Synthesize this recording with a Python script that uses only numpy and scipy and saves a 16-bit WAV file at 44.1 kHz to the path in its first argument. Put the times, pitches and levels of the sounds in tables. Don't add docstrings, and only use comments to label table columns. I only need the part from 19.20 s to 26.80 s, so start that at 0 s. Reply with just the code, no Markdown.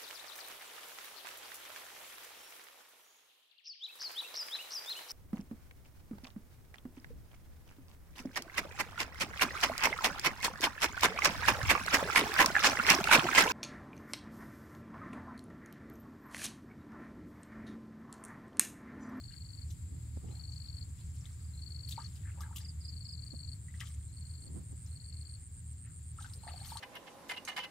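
import sys
import numpy as np
from scipy import signal
from scipy.fft import rfft, irfft
from scipy.io import wavfile

SR = 44100
rng = np.random.default_rng(int(sys.argv[2]) if len(sys.argv) > 2 else 0)


def unload_wav(signal):
    wavfile.write(
        sys.argv[1],
        SR,
        np.round(np.clip(np.atleast_2d(signal).T, -1, 1) * 32767).astype(np.int16),
    )


N = 335160
TIME = np.arange(N) / SR
EDGE_HZ = 15750


def gain_of(db):
    return 10 ** (np.asarray(db) / 20)


def evened(x):
    return x / np.sqrt(np.mean(x ** 2) + 1e-20)


def level(curve):
    return gain_of(np.interp(TIME, *np.transpose(curve)))


def read(points, hz):
    f, value = np.transpose(points)
    return np.interp(np.log(hz + 1), np.log(f + 1), value)


def coloured(x, spectrum, power=1):
    gain = gain_of(power * read(spectrum, np.fft.rfftfreq(N, 1 / SR)))
    return irfft(rfft(x) * gain, N)


def wander(per_s):
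    lowpass = np.exp(-(np.fft.rfftfreq(N, 1 / SR) / per_s) ** 2)
    return evened(irfft(rfft(rng.standard_normal(N)) * lowpass, N))


def noise_pair(spectrum, likeness):
    shared, *own = rng.standard_normal((3, N))
    pair = np.sqrt(likeness) * shared + np.sqrt(1 - likeness) * np.array(own)
    return evened(coloured(pair, spectrum))


def panned(x, left_db):
    return x * gain_of([[left_db / 2], [-left_db / 2]])


def add(mix, s, sound):
    start = round(s * SR)
    sound = sound[max(-start, 0):]
    part = mix[max(start, 0):][:len(sound)]
    part += sound[:len(part)]


def outdoors(x, wet_db, t60):
    t = np.arange(SR // 3) / SR
    tail = rng.standard_normal((2, len(t))) * gain_of(-60 * t / t60)
    tail *= t > .0015
    tail /= np.linalg.norm(tail, axis=1, keepdims=True)
    return x + gain_of(wet_db) * signal.fftconvolve(x[None], tail, axes=1)[:, :N]


def ring(hz, t60, octaves_per_s, onset_cycles):
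    t = np.arange(int(np.clip(t60, .002, .2) * SR)) / SR
    pitch = np.minimum(hz * 2 ** (octaves_per_s * t), SR / 2)
    tone = np.sin(2 * np.pi * np.cumsum(pitch) / SR)
    decay = np.exp(-np.log(1000) * t / t60)
    onset = 1 - np.exp(-(t * hz / onset_cycles) ** 2)
    return tone * decay * onset


def rasp(note, hz, cycles):
    band = np.cos(2 * np.pi * hz * np.arange(round(cycles * SR / hz)) / SR)
    noise = signal.fftconvolve(rng.standard_normal(SR // 4), band * np.hanning(len(band)), "same")
    return evened(noise[:len(note)]) * abs(signal.hilbert(note))


def swarm(rows, per_s, cycles, climb):
    size_range_db = 14
    out = np.zeros(N)
    for s, swell, fade, db, hz, spread in rows:
        cloud, length = np.zeros(N), swell + fade
        before = swell / length
        for when, size, pitch in rng.random((600, 3))[:int(24 + per_s * length)]:
            rising = when < before
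            rarity = when / before if rising else (1 - when) / (1 - before)
            spans = -1.5 * np.log(rarity)
            delay = -swell * spans if rising else fade * spans
            f = hz * 2 ** (spread * np.sqrt(12) * (pitch - .5))
            weight = np.exp(-spans / 2) * gain_of(size_range_db * size ** 2) * (f / hz) ** 0.41
            if f < EDGE_HZ:
                add(cloud, s + delay, weight * ring(f, cycles / f, climb * f / cycles, 0.7))
        out += gain_of(db) * cloud * np.sqrt(SR * length / 2 / (np.sum(cloud ** 2) + 1e-20))
    return out


def clouds(rows, swell_share, octaves):
    return [(s, swell_share * length, (1 - swell_share) * length, db, hz, octaves)
            for s, length, db, hz in rows]


def wing_stroke(hz, length, fall):
    u = np.linspace(0, 1, int(length * SR))
    pitch = hz * (1 - fall * (u ** 1.5 - .3))
    turns = rng.random() + np.cumsum(pitch) / SR
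    return np.sin(2 * np.pi * turns) * abs(np.sin(np.pi * u ** .75))


def far_engine(hz=75.95, waver_hz=1.522, throb=0.39):
    # [multiple of the main note, relative level/dB]
    exhaust_orders = [(1, 0), (1.5, -11), (2, -20)]
    # [t/s, level/dB]
    drone_level = [(0, -46.5), (2.5, -47.5), (4.8, -46), (5.8, -48), (7.6, -51.5)]
    # [f/Hz, relative level/dB]
    rumble_spectrum = [(18, -52), (28, -26), (40, -5.5), (60, -2), (85, 5), (115, 2), (138, -4.5),
                       (158, -5), (205, -20.5), (258, -19.5), (310, -27), (500, -45), (900, -65.5)]
    # [t/s, level/dB]
    rumble_level = [(0, -47), (1.2, -47), (3, -47), (5.4, -48.5), (6.2, -50.5), (7.6, -48.5)]
    turns = np.cumsum(hz + waver_hz * wander(6.97)) / SR
    note = np.zeros(N)
    for order, db in exhaust_orders:
        note += gain_of(db) * (1 + throb * wander(10)) * np.sin(2 * np.pi * order * turns)
    rumble = noise_pair(rumble_spectrum, likeness=0.95) * level(rumble_level)
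    return evened(note) * level(drone_level) + rumble


def breeze(steady_db=-68, swell_share=0.5):
    # [loudest t/s, length/s, level/dB]
    puffs = [(0.738, 0.072, -53), (.973, 0.0059, -39), (1.046, 0.0098, -41.5), (1.091, 0.085, -47.5),
             (4.141, .013, -40), (5.283, 0.086, -52), (5.372, 0.049, -43), (5.529, 0.027, -47.5)]
    # [f/Hz, relative level/dB]
    eddy_spectrum = [(60, -4), (150, 5), (270, -0.5), (380, -6), (500, -12.5), (650, -19), (900, -22),
                     (1500, -34), (4000, -49)]
    # [f/Hz, relative level/dB]
    air_spectrum = [(200, 4.5), (600, -1), (900, 2.5), (1200, 2), (1600, 3), (2200, 3), (2800, -2),
                    (3800, 0.5), (4700, 4), (5600, -4), (9800, 2.5), (11500, -3.5), (15500, -6)]
    # [t/s, level/dB]
    air_level = [(0, -67), (2.2, -65.5), (3.7, -67), (5.5, -67.5), (6.7, -70), (7.6, -60.5)]
    gusts = np.zeros(N)
    for s, length, db in puffs:
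        distance = np.maximum((s - TIME) / swell_share, (TIME - s) / (1 - swell_share))
        gusts += gain_of(db) * np.exp(-distance / length)
    steady = gain_of(steady_db + 2.66 * wander(10))
    eddies = noise_pair(eddy_spectrum, likeness=0.33) * (gusts + steady)
    sway = gain_of(.7 * wander(12))
    hush = noise_pair(air_spectrum, likeness=0.082) * level(air_level) * sway
    return hush + eddies * gain_of([[-15], [0]])


def far_insects(trill_hz=7530, trill_db=-76):
    # [f/Hz, relative level/dB]
    chorus_spectrum = [(5500, -46), (6500, -15.5), (7100, -4), (7450, 2), (7530, 3.5), (7620, -5),
                       (7850, 0), (8050, -12.5), (8800, -7), (9500, -16), (11500, -72)]
    # [t/s, level/dB]
    chorus_level = [(0, -64.5), (2, -63.5), (4, -64), (6, -64), (7.6, -64.5)]
    shimmer = gain_of(.8 * wander(25) + 1.2 * wander(200))
    chorus = noise_pair(chorus_spectrum, likeness=0.054) * level(chorus_level) * shimmer
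    trill = gain_of(trill_db) * evened(wander(33) * np.sin(2 * np.pi * trill_hz * TIME))
    return panned(chorus + trill, left_db=6.0)


def ground_cricket(hz=8550, rise_hz_per_s=7, strokes_per_s=116, first_end_s=.071):
    # [t/s, buzzes per s]
    buzz_rate = [(0, 7.2), (3.5, 7.2), (5.8, 8), (7.6, 7.554)]
    # [t/s, level/dB]
    buzz_level = [(0, -64.5), (2.5, -59), (3.5, -57.5), (4.4, -53), (5.4, -50.5), (7.6, -49)]
    out = np.zeros(N)
    buzzes = np.cumsum(np.interp(TIME, *np.transpose(buzz_rate))) / SR
    buzzes -= np.interp(first_end_s, TIME, buzzes)
    for end in np.interp(np.arange(buzzes[-1]), buzzes, TIME):
        for k, (pitch, size) in enumerate(rng.standard_normal((11, 2))):
            f = (hz + rise_hz_per_s * end) * (1 + .005 * pitch)
            stroke = wing_stroke(f, .0068, fall=.065)
            add(out, end - .0095 - k / strokes_per_s, gain_of(size - 6.2 * (k / 10) ** 2) * stroke)
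    teeth = 1 + .22 * wander(900)
    left, right = outdoors(out * level(buzz_level) * teeth, wet_db=-12, t60=.06)
    return panned(np.array([np.roll(left, 1), right]), left_db=-2.5)


def answering_cricket(hz=4790, gap_s=.0378, soft_start_db=-7):
    # [first stroke t/s, level within this voice/dB]
    answers = [(2.21, -59.5), (3.416, -42), (3.614, -39.5), (3.853, -39.5)]
    out = np.zeros(N)
    for s, db in answers:
        for k in range(3):
            stroke = wing_stroke(hz, 0.0226, fall=0.12)
            add(out, s + k * gap_s - .0105, gain_of(db + soft_start_db * (k == 0)) * stroke)
    rough = 0.2 * out * (1 + 0.37 * wander(450))
    return panned(outdoors(rough, wet_db=9.5, t60=0.047), left_db=1)


def field_cricket(hz=4425, fade_in_db=12, fall=.085, stroke_s=.0112, unsteady=.006):
    # [first pair t/s, last pair t/s, level/dB]
    trills = [(-.077, 0.425, -54.5), (1.122, 1.62, -51), (2.344, 2.856, -50.5), (3.648, 4.327, -50.5),
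              (4.895, 5.273, -58), (5.683, 6.147, -56), (7.2, 7.583, -53.5)]
    out = np.zeros(N)
    for first, last, db in trills:
        pairs = round((last - first) / .0422) + 1
        for k, s in enumerate(np.linspace(first, last, pairs)):
            shy = max(1 - k / 2, 0)
            pitch = hz * (1 - .06 * shy + unsteady * rng.standard_normal())
            for offset, length in ((-.0118, stroke_s), (.0012, 1.2 * stroke_s)):
                size, late, sag = rng.standard_normal(3)
                stroke = wing_stroke(pitch, length, fall * (1 + .15 * sag))
                add(out, s + offset + 0.00066 * late, gain_of(db - fade_in_db * shy + size) * stroke)
    left, right = outdoors(out * (1 + .24 * wander(500)), wet_db=-12, t60=.15)
    return panned(np.array([left, np.roll(right, 2)]), left_db=12.5)


def stalks(hz=6200):
    # [from t/s, to t/s, ticks per s, level of the softest tick/dB]
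    rustles = [(0, 7.6, 13, -68.5), (1.3, 2.25, 45, -55.5)]
    out = np.zeros(N)
    for start, end, per_s, db in rustles:
        for when, pitch, size in rng.random((400, 3))[:int(per_s * (end - start))]:
            f = hz * 2 ** (1.2 * (pitch - .5))
            tick = gain_of(db + 11 * size ** 2) * ring(f, 22 / f, 5, 1)
            add(out, start + when * (end - start), tick)
    return panned(outdoors(out, wet_db=1, t60=0.089), left_db=3.0)


def spatters():
    # [loudest t/s, length/s, level before colouring/dB, middle grain f/Hz]
    spatter_rows = [(.11, 0.053, -66.5, 2670), (.51, .06, -69, 6300), (1.09, 0.052, -69, 3350),
                    (1.79, 0.066, -72.5, 4620), (1.96, 0.039, -71, 5500), (2.06, .09, -69.5, 4030),
                    (2.725, 0.079, -62, 3970), (2.84, 0.15, -67.5, 5340), (3.37, .025, -57, 8500),
                    (3.41, 0.068, -66.5, 3380), (4.63, .12, -64.5, 3350), (7.025, 0.08, -63, 5120),
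                    (7.29, 0.075, -61, 2260), (7.39, 0.24, -72, 2970), (7.48, .1, -60, 7000)]
    return swarm(clouds(spatter_rows, swell_share=.35, octaves=0.596), per_s=1100, cycles=21, climb=.2)


def water_bubbles(rows):
    return swarm(clouds(rows, swell_share=.3, octaves=.3), per_s=600, cycles=31, climb=0.2)


def sloshes():
    # [loudest t/s, length/s, level before colouring/dB, middle bubble f/Hz]
    slosh_rows = [(1.11, 0.13, -71.5, 900), (2.06, 0.23, -78, 1460), (3.08, 0.075, -62, 1980),
                  (3.17, 0.037, -65.5, 770), (3.24, .09, -59, 1075), (4.615, .06, -62, 1574),
                  (5.9, 1, -81, 2080), (6.66, 0.057, -69, 1830), (7.01, 0.068, -63, 1100),
                  (7.148, .04, -68, 493), (7.275, 0.071, -57, 850), (7.35, 0.12, -70, 780),
                  (7.46, .16, -64.5, 2340), (7.47, 0.13, -65, 1100)]
    return water_bubbles(slosh_rows)


def plops(climb_octaves=0.4):
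    # [t/s, level before colouring/dB, nominal f/Hz, t60/s]
    plop_rows = [(2.778, -35.5, 920, 0.037), (2.789, -38, 1110, 0.017), (2.798, -52, 1640, 0.021),
                 (3.055, -51.5, 1710, .03), (3.079, -54, 1790, .03), (3.207, -40, 1180, 0.018),
                 (3.235, -45, 1637, 0.029), (3.31, -51.5, 955, 0.057), (4.483, -55, 2020, 0.071),
                 (4.541, -49.5, 1970, 0.029), (4.612, -33.5, 1940, 0.014), (6.986, -44, 1337, 0.039),
                 (7.044, -42.5, 1505, .045), (7.234, -43.5, 850, 0.019), (7.267, -50, 710, 0.083),
                 (7.282, -42, 840, 0.037), (7.337, -46, 738, 0.068), (7.412, -50.5, 794, 0.065),
                 (7.519, -40, 934, 0.043), (7.555, -40.5, 914, 0.044), (7.566, -41, 1120, 0.028)]
    wake_delay_s, wake_s, wake_db, wake_pitch_ratio = .012, .03, -24.5, 1.294
    wakes = [(s + wake_delay_s, wake_s, db + wake_db, hz * wake_pitch_ratio) for s, db, hz, _ in plop_rows]
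    out = water_bubbles(wakes)
    for s, db, hz, t60 in plop_rows:
        note = ring(hz * .96, t60, climb_octaves / t60, 1.0)
        add(out, s, gain_of(db) * (note + .17 * rasp(note, hz, cycles=3)))
    return out


def smacks(t60=0.01, overtone_ratio=2.2, overtone_db=-14.5):
    # [t/s, relative level/dB, starting f/Hz, spray level before colouring/dB]
    smack_rows = [(.506, -42.5, 6040, -64), (2.055, -41.5, 3580, -77), (2.687, -47, 3340, -53.5),
                  (2.709, -40, 7700, -53), (2.724, -29, 3600, -69), (2.957, -49, 4560, -66),
                  (3.207, -44, 5240, -55.5), (3.36, -33.5, 3090, -50), (3.382, -37, 3350, -61),
                  (4.604, -28.5, 2980, -54), (4.671, -44, 3180, -61.5), (5.663, -50, 5730, -80),
                  (7.023, -44, 6200, -66), (7.061, -56, 5400, -70), (7.136, -39, 4970, -67),
                  (7.277, -34, 1850, -74), (7.448, -44, 4480, -64), (7.511, -44, 5100, -58),
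                  (7.571, -30.5, 4130, -54.5)]
    spray_hz, spray_octaves, swell_s, fade_s = 7100, 0.81, .003, .011
    sprays = [(s + swell_s, swell_s, fade_s, db, spray_hz, spray_octaves) for s, _, _, db in smack_rows]
    out = swarm(sprays, per_s=2500, cycles=18, climb=.2)
    for s, db, hz, _ in smack_rows:
        overtone_hz = min(hz * overtone_ratio, EDGE_HZ)
        for f, mode_db in ((hz, 0), (overtone_hz, overtone_db)):
            note = ring(f, t60, 5.5, 1.9)
            add(out, s, gain_of(db + mode_db) * (.5 * note + .28 * rasp(note, f, cycles=4.5)))
    return out


def wading(scatter_db=-4.0):
    # [f/Hz, level/dB]
    water_spectrum = [(200, -11), (480, 4.5), (600, 0), (780, 1.5), (1900, 2.5), (2500, 0.5), (3300, 5),
                      (5000, 5), (12000, 9), (15500, 6.5)]
    # [f/Hz, unscaled tilt/dB]
    pool_side = [(400, 5), (800, 0), (1300, 3.5), (2400, 5.5), (4400, 8.5), (8000, 0.5), (15000, 0)]
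    near = sloshes() + spatters() + plops() + smacks()
    left, right = outdoors(coloured(near, water_spectrum), wet_db=scatter_db, t60=.09)
    left = coloured(left, pool_side, 0.28)
    right = coloured(right, pool_side, -0.81)
    return np.array([left, np.roll(right, 1)])


def scene():
    field = far_engine() + breeze()
    insects = far_insects() + ground_cricket() + answering_cricket() + field_cricket()
    return field + insects + stalks() + wading()


def record(dry):
    lowpass = signal.firwin(511, EDGE_HZ, window=("kaiser", 9), fs=SR)
    return signal.oaconvolve(dry, lowpass[None], "same")


dry = scene()
out = record(dry)
unload_wav(out)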